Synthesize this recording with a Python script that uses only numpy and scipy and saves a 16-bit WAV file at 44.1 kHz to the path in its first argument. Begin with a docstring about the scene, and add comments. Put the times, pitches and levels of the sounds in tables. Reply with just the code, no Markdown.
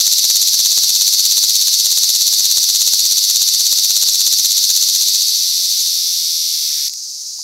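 """A loud, throbbing buzz is heard first: a cicada on a twig close by; a second one throbs farther off.
The near one's two ribbed tymbals (drum skins) buckle in turn, three clicks each. Its abdomen lifts about
16 times a second, which slows the stroke and makes the clicks louder and mostly higher.
Then the throbs die out, the muscles tire, and the song stops with two loose clicks.
The far one is a filtered train of uneven clicks with noise; leaves scatter the sound, over still air."""
import sys
import numpy as np
from scipy import signal
from scipy.io import wavfile

SR = 44100
rng = np.random.default_rng(int(sys.argv[2]) if len(sys.argv) > 2 else 0)


def dump_mix(stems):
    """Bounce the given channels to the path in sys.argv[1] as a 16-bit WAV at rate SR."""
    frames = np.atleast_2d(stems).T  # one column per channel
    limited = np.clip(frames, -1, 1)  # hard clip at full scale
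    pcm = np.round(limited * 32767).astype(np.int16)
    wavfile.write(sys.argv[1], SR, pcm)


N = 327663
TIME = np.arange(N) / SR  # seconds


def gain_of(db):
    """Turns decibels into a gain."""
    return 10 ** (np.asarray(db) / 20)


def evened(x):
    """Scales a sound to an average (rms) strength of 1."""
    return x / np.sqrt(np.mean(x ** 2) + 1e-20)


def add(mix, start_s, sound):
    """Mixes a sound in at start_s, cutting off what runs past the end."""
    part = mix[max(round(start_s * SR), 0):][:len(sound)]
    part += sound[:len(part)]


def colour(x, points, size=2048):
    """Filters with a gain curve (pitch_hz, level_db); minimum phase, so nothing sounds before its cause."""
    pitch_hz, level_db = np.transpose(points)
    hz = abs(np.fft.fftfreq(size, 1 / SR))
    curve_db = np.interp(np.log(hz + 1), np.log(pitch_hz + 1), level_db)
    log_gain = np.log(gain_of(curve_db))
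    taps = np.fft.ifft(np.exp(np.conj(signal.hilbert(log_gain)))).real
    return signal.oaconvolve(x, taps)[:N]


def resonate(x, pitch_hz, width_hz):
    """A fixed resonance, like air ringing in a hollow, with a gain of about 1 at its pitch."""
    r = np.exp(-np.pi * width_hz / SR)
    pole = r * np.exp(2j * np.pi * pitch_hz / SR)
    return 2 * signal.lfilter([1 - r], [1, -pole], x).real


def scatter(x, t60, size=256):
    """A cloud of ever-changing small reflections, as loud as the sound itself, dying 60 dB in t60 seconds."""
    hop = size // 4
    z = signal.stft(x, nperseg=size, noverlap=size - hop)[2]
    keep = np.exp(-2 * np.log(1000) * hop / SR / t60)  # share of the power left after one hop
    power = signal.lfilter([0, 1 - keep], [1, -keep], abs(z) ** 2)
    cloud = np.sqrt(power) * np.exp(2j * np.pi * rng.random(z.shape))
    reflections = signal.istft(cloud, nperseg=size, noverlap=size - hop)[1][:N]
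    return np.std(x) * evened(reflections)


def burst(t, pitch_hz, swell_s):
    """A few cycles that swell quickly, peak at swell_s, and die away."""
    age = np.maximum(t, 0) / swell_s
    return age * np.exp(1 - age) * np.sin(2 * np.pi * pitch_hz * t)


def cycles(rate):
    """Counts the cycles gone by at each moment, for a pace curve (time_s, cycles_per_s)."""
    return np.cumsum(np.interp(TIME, *np.transpose(rate))) / SR


# Colour of the still air: pitch_hz, level_db (relative)
AIR_COLOUR = [(20, -20), (60, -12), (100, 4), (140, -7), (300, -2), (700, -2), (1400, -3), (3000, -10),
              (16000, -30)]


def outdoors(air_db=-65, blip_db=-42, blip_hz=910, blip_s=0.0018):
    """Still air with a low hum, made of filtered noise, and one soft short blip near the end."""
    out = gain_of(air_db) * evened(colour(rng.standard_normal(N), AIR_COLOUR))
    add(out, 7.391, gain_of(blip_db) * burst(TIME[:SR // 20], blip_hz, blip_s))
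    return out


# Colour of the far cicada: pitch_hz, level_db (relative)
FAR_COLOUR = [(1200, -54), (2200, -35), (3000, -31), (3500, -22), (4000, -9), (4850, 0), (5900, 1),
              (6900, -3.5), (7700, -16), (8300, -12), (9200, -20), (11500, -17), (13400, -25), (15600, -27)]


def far_cicada(level_db=-26, throb_db=0.5, bright_db=2.0, clicks_per_s=620, unevenness=1.6, wash_db=1):
    """A filtered train of randomly uneven clicks with noise; its 6.3-8 kHz band swells with each throb."""
    throb = np.cos(2 * np.pi * (TIME - 7.1) / .0605)  # one throb every 0.0605 s
    uneven_pace = clicks_per_s * (1 + unevenness * rng.standard_normal(N))
    click_count = np.floor(np.cumsum(uneven_pace) / SR)
    # a click each time the count reaches a new high
    clicks = np.diff(np.maximum.accumulate(click_count), prepend=0) * rng.uniform(0.33, 1, N)
    wash = gain_of(wash_db) * rng.standard_normal(N)
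    buzz = colour(evened(clicks) + wash, FAR_COLOUR)
    upper_band = signal.butter(2, [6300, 8000], "band", fs=SR, output="sos")
    bright = signal.sosfiltfilt(upper_band, buzz)
    rest = buzz - bright
    song = rest * gain_of(throb_db * throb) + bright * gain_of(bright_db * throb)
    return gain_of(level_db) * evened(song)


# Colour of the sound that the leaves throw back: pitch_hz, level_db
LEAF_COLOUR = [(1500, -25), (3200, -15), (4000, -9.5), (7000, -9.5), (12000, -16)]


def leaf_echo(near):
    """Leaves around the near cicada throw its song back as a cloud of small reflections."""
    return colour(scatter(near, t60=.03), LEAF_COLOUR)


# Twigs and leaves reach the two microphone ports differently: pitch_hz, side_level_db
SIDE_COLOUR = [(1000, -23), (2800, -65), (3700, -17.5), (4500, -20.5), (6000, -19.5), (8500, -12.5),
               (12000, -12.5), (15000, -2.5)]


def left_right_difference(mid, near):
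    """Very short reflections that differ between left and right; the near singer is a little to the left."""
    return colour(scatter(mid, t60=.003), SIDE_COLOUR) + gain_of(-29) * near


# Pace of the abdomen: time_s, throbs_per_s
THROB_PACE = [(0, 17.07), (1.3, 16.59), (2.2, 16.77), (3.2, 16.44), (3.9, 16.62), (4.9, 15.86),
              (5.9, 12.35)]
# How high the abdomen lifts in a throb, before chance variation: time_s, height (0-1)
LIFT_HEIGHT = [(0, 0.95), (2.8, 0.88), (4.2, 0.92), (4.6, .94), (5.15, 0.78), (5.4, .33), (5.7, .3),
               (5.8, 0.59), (6, 0.02)]
# Strokes hurry ahead before each lift and fall behind during it, in proportion to its height:
# place (share of the throb, from its top), lag (strokes at full height)
LAG_IN_THROB = [(-.26, -.1), (.47, .31)]


def abdomen(first_throb_s=.011, rise=.27, fall=.225, flatness=2.8, spread=0.034):
    """One rounded lift in every throb: its height, and the lag that it gives the strokes."""
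    # rise and fall are shares of the throb; spread is the chance variation of the height
    throbs = cycles(THROB_PACE)
    throbs = throbs - np.interp(first_throb_s, TIME, throbs)
    nearest = np.round(throbs).astype(int)
    height = np.interp(TIME, *np.transpose(LIFT_HEIGHT))
    chance = 1 + spread * rng.standard_normal(nearest[-1] + 1)[nearest]
    width = np.where(throbs < nearest, rise, fall)
    lift = height * chance * np.exp(-abs((throbs - nearest) / width) ** flatness)
    lag = height * np.interp(throbs, *np.transpose(LAG_IN_THROB), period=1)
    return lift, lag


# Pace of the tymbal muscles, before the lag: time_s, strokes_per_s
STROKE_PACE = [(0, 103.6), (0.7, 102.54), (1.15, 102.97), (2, 102.19), (3, 101.83), (3.6, 100.49),
               (4.3, 99.75), (4.85, 96.39), (5.1, 96.84), (5.5, 90.05), (6.1, 85.17), (6.62, 79.97),
               (6.88, 69.79)]
LAST_STROKE_S = 6.8838
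# The muscles tire: time_s, fatigue (0-1), effort_db
MUSCLE_TIRING = [(0, 0.03, 2), (4.5, 0.13, 1.5), (5.099, 0.3, 2), (5.401, 0.7, 0.95), (6, .94, 0.47),
                 (6.5, 1, -0.4), (6.881, 0.98, -1.1)]
# Three ribs of one tymbal, then of the other, before chance variation; levels are relative.
# Each of the next three: place (share of the stroke), pitch_hz, ring_db, crack_db
SLACK_RIBS = [(0, 5080, 0.5, 4), (.25, 4690, -3.1, -6), (0.371, 5200, -3, -39), (0.502, 5360, 3, -2.5),
              (0.742, 4660, -1, -8), (0.871, 5070, -2, -23)]  # abdomen down
TAUT_RIBS = [(0, 7050, 3.16, 9), (0.121, 5836, 6.4, 7), (0.262, 4075, 2.5, 13), (0.681, 6870, 4.1, -1.5),
             (.8, 5790, 6.4, 1.5), (0.952, 4130, 2.63, 9)]  # abdomen lifted
TIRED_RIBS = [(-.03, 5160, 0, 4.5), (0.148, 3470, -8, 0.5), (0.299, 5060, 0.5, -27),
              (0.499, 5330, 3.5, 0.5), (.67, 4150, -7, -6), (.81, 5350, 5, -12)]  # muscles tired
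# Loose clicks as the tymbals settle, levels relative: start_s, pitch_hz, ring_db, crack_db
SETTLING_CLICKS = [(6.8955, 5000, -3, -5), (6.9365, 5000, -1.5, -2)]


def rib_clicks(jitter_s=.00005, pitch_spread=0.029, spread_db=0.28):
    """Each stroke buckles six ribs; gives one row (start_s, pitch_hz, ring_db, crack_db) for every click."""
    when, fatigue, effort_db = np.transpose(MUSCLE_TIRING)
    lift, lag = abdomen()
    strokes = cycles(STROKE_PACE) - lag
    count = np.arange(np.interp(LAST_STROKE_S, TIME, strokes))
    rows = []
    for slack, taut, tired in zip(*map(np.array, (SLACK_RIBS, TAUT_RIBS, TIRED_RIBS))):
        start_s = np.interp(count + slack[0], strokes, TIME)  # first guess, to look up the tension
        worn = np.clip(np.interp(start_s, when, fatigue), 0, 1)[:, None]
        tension = np.interp(start_s, TIME, lift)[:, None]
        # tiring changes the slack rib; lifting the abdomen blends it into the taut one
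        relaxed = (1 - worn) * slack + worn * tired
        share, pitch_hz, ring_db, crack_db = ((1 - tension) * relaxed + tension * taut).T
        # small chance differences from click to click
        early, sharp, hard, brittle = rng.standard_normal((len(count), 4)).T
        start_s = np.interp(count + share, strokes, TIME) + jitter_s * early
        pitch_hz = pitch_hz * (1 + pitch_spread * sharp)
        force_db = np.interp(start_s, when, effort_db) + spread_db * hard
        ring_db = ring_db + force_db
        crack_db = crack_db + force_db + spread_db * brittle
        rows.append(np.transpose([start_s, pitch_hz, ring_db, crack_db]))
    rows = np.vstack(rows)
    in_song = (rows[:, 0] > 0) & (rows[:, 0] < LAST_STROKE_S)
    return np.vstack([rows[in_song], SETTLING_CLICKS])


# How well the body radiates the rings: pitch_hz, level_db
RING_COLOUR = [(200, -67.5), (1200, -48.5), (2000, -4), (2900, -9.5), (3600, 4.5), (4500, -2.5), (5200, -4),
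               (6000, -1.5), (7200, -1), (9000, -4.5), (16000, -15.5)]
# Colour of the cracks: pitch_hz, level_db
CRACK_COLOUR = [(200, -79), (1200, -19.5), (2000, -14), (2700, -2.5), (4000, 1.5), (7000, 5), (8200, 7.5),
                (9000, 4), (10200, 2), (11300, 1.5), (13300, -1), (14300, -5), (15600, -1)]
# The last strokes lose their tension: time_s, looseness (0-1)
TYMBAL_LOOSENESS = [(6.3, 0), (6.65, 0.49), (6.8, 0.64), (6.88, 0.6), (6.93, 0.6)]
# Dull rasp of slackening tymbals: pitch_hz, level_db
LOOSE_COLOUR = [(120, -31), (300, -21), (1200, -7.5), (2300, 5), (4000, -28), (16000, -25)]
# Resonances of the air sac and eardrums: pitch_hz, width_hz, level_db
BODY_RESONANCES = [(4110, 146, -1.5), (4490, 159, 5), (5894, 257, -2.5), (11430, 890, -9.5)]


def near_cicada(ring_db=-10, crack_db=-14, grit_db=-16, swell_s=0.0002381, crack_swell_s=.00007,
                crack_hz=12500, grit_s=0.0048, size=256):
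    """Each rib cracks in a high mode, rings in a low one and rasps a little; the hollow body rings on."""
    rings, cracks = np.zeros(N), np.zeros(N)
    for start_s, pitch_hz, rib_db, snap_db in rib_clicks():
        t = TIME[:size] + round(start_s * SR) / SR - start_s  # keeps timing finer than one sample
        grit_gain = gain_of(grit_db + (rib_db + snap_db) / 2)
        grit = grit_gain * np.exp(-t / grit_s) * rng.standard_normal(size)
        snap = gain_of(snap_db) * burst(t - swell_s / 2, crack_hz, crack_swell_s)
        add(rings, start_s, gain_of(rib_db) * burst(t, pitch_hz, swell_s))
        add(cracks, start_s, snap + grit)
    looseness = np.interp(TIME, *np.transpose(TYMBAL_LOOSENESS))
    rasp = colour(cracks * looseness, LOOSE_COLOUR)
    song = gain_of(ring_db) * colour(rings, RING_COLOUR)
    song += gain_of(crack_db) * (colour(cracks, CRACK_COLOUR) + rasp)
    body = sum(gain_of(db) * resonate(song, hz, width_hz) for hz, width_hz, db in BODY_RESONANCES)
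    return song + body


def scene():
    """Both singers among leaves in still air, the near one a little to the left."""
    near = near_cicada()
    mid = near + leaf_echo(near) + far_cicada() + outdoors()
    side = left_right_difference(mid, near)
    return np.array([mid + side, mid - side])


def record(dry, knee=5.6, edge_hz=15780):
    """The hardest snaps overload both channels together, leaving soft low ticks; then the top is cut."""
    clipped = dry / (1 + abs(dry).max(0) ** knee) ** (1 / knee)
    low_pass = signal.firwin(511, edge_hz, window=("kaiser", 9), fs=SR)
    return signal.oaconvolve(clipped, low_pass[None], "same")


dry = scene()
out = record(dry)
dump_mix(out)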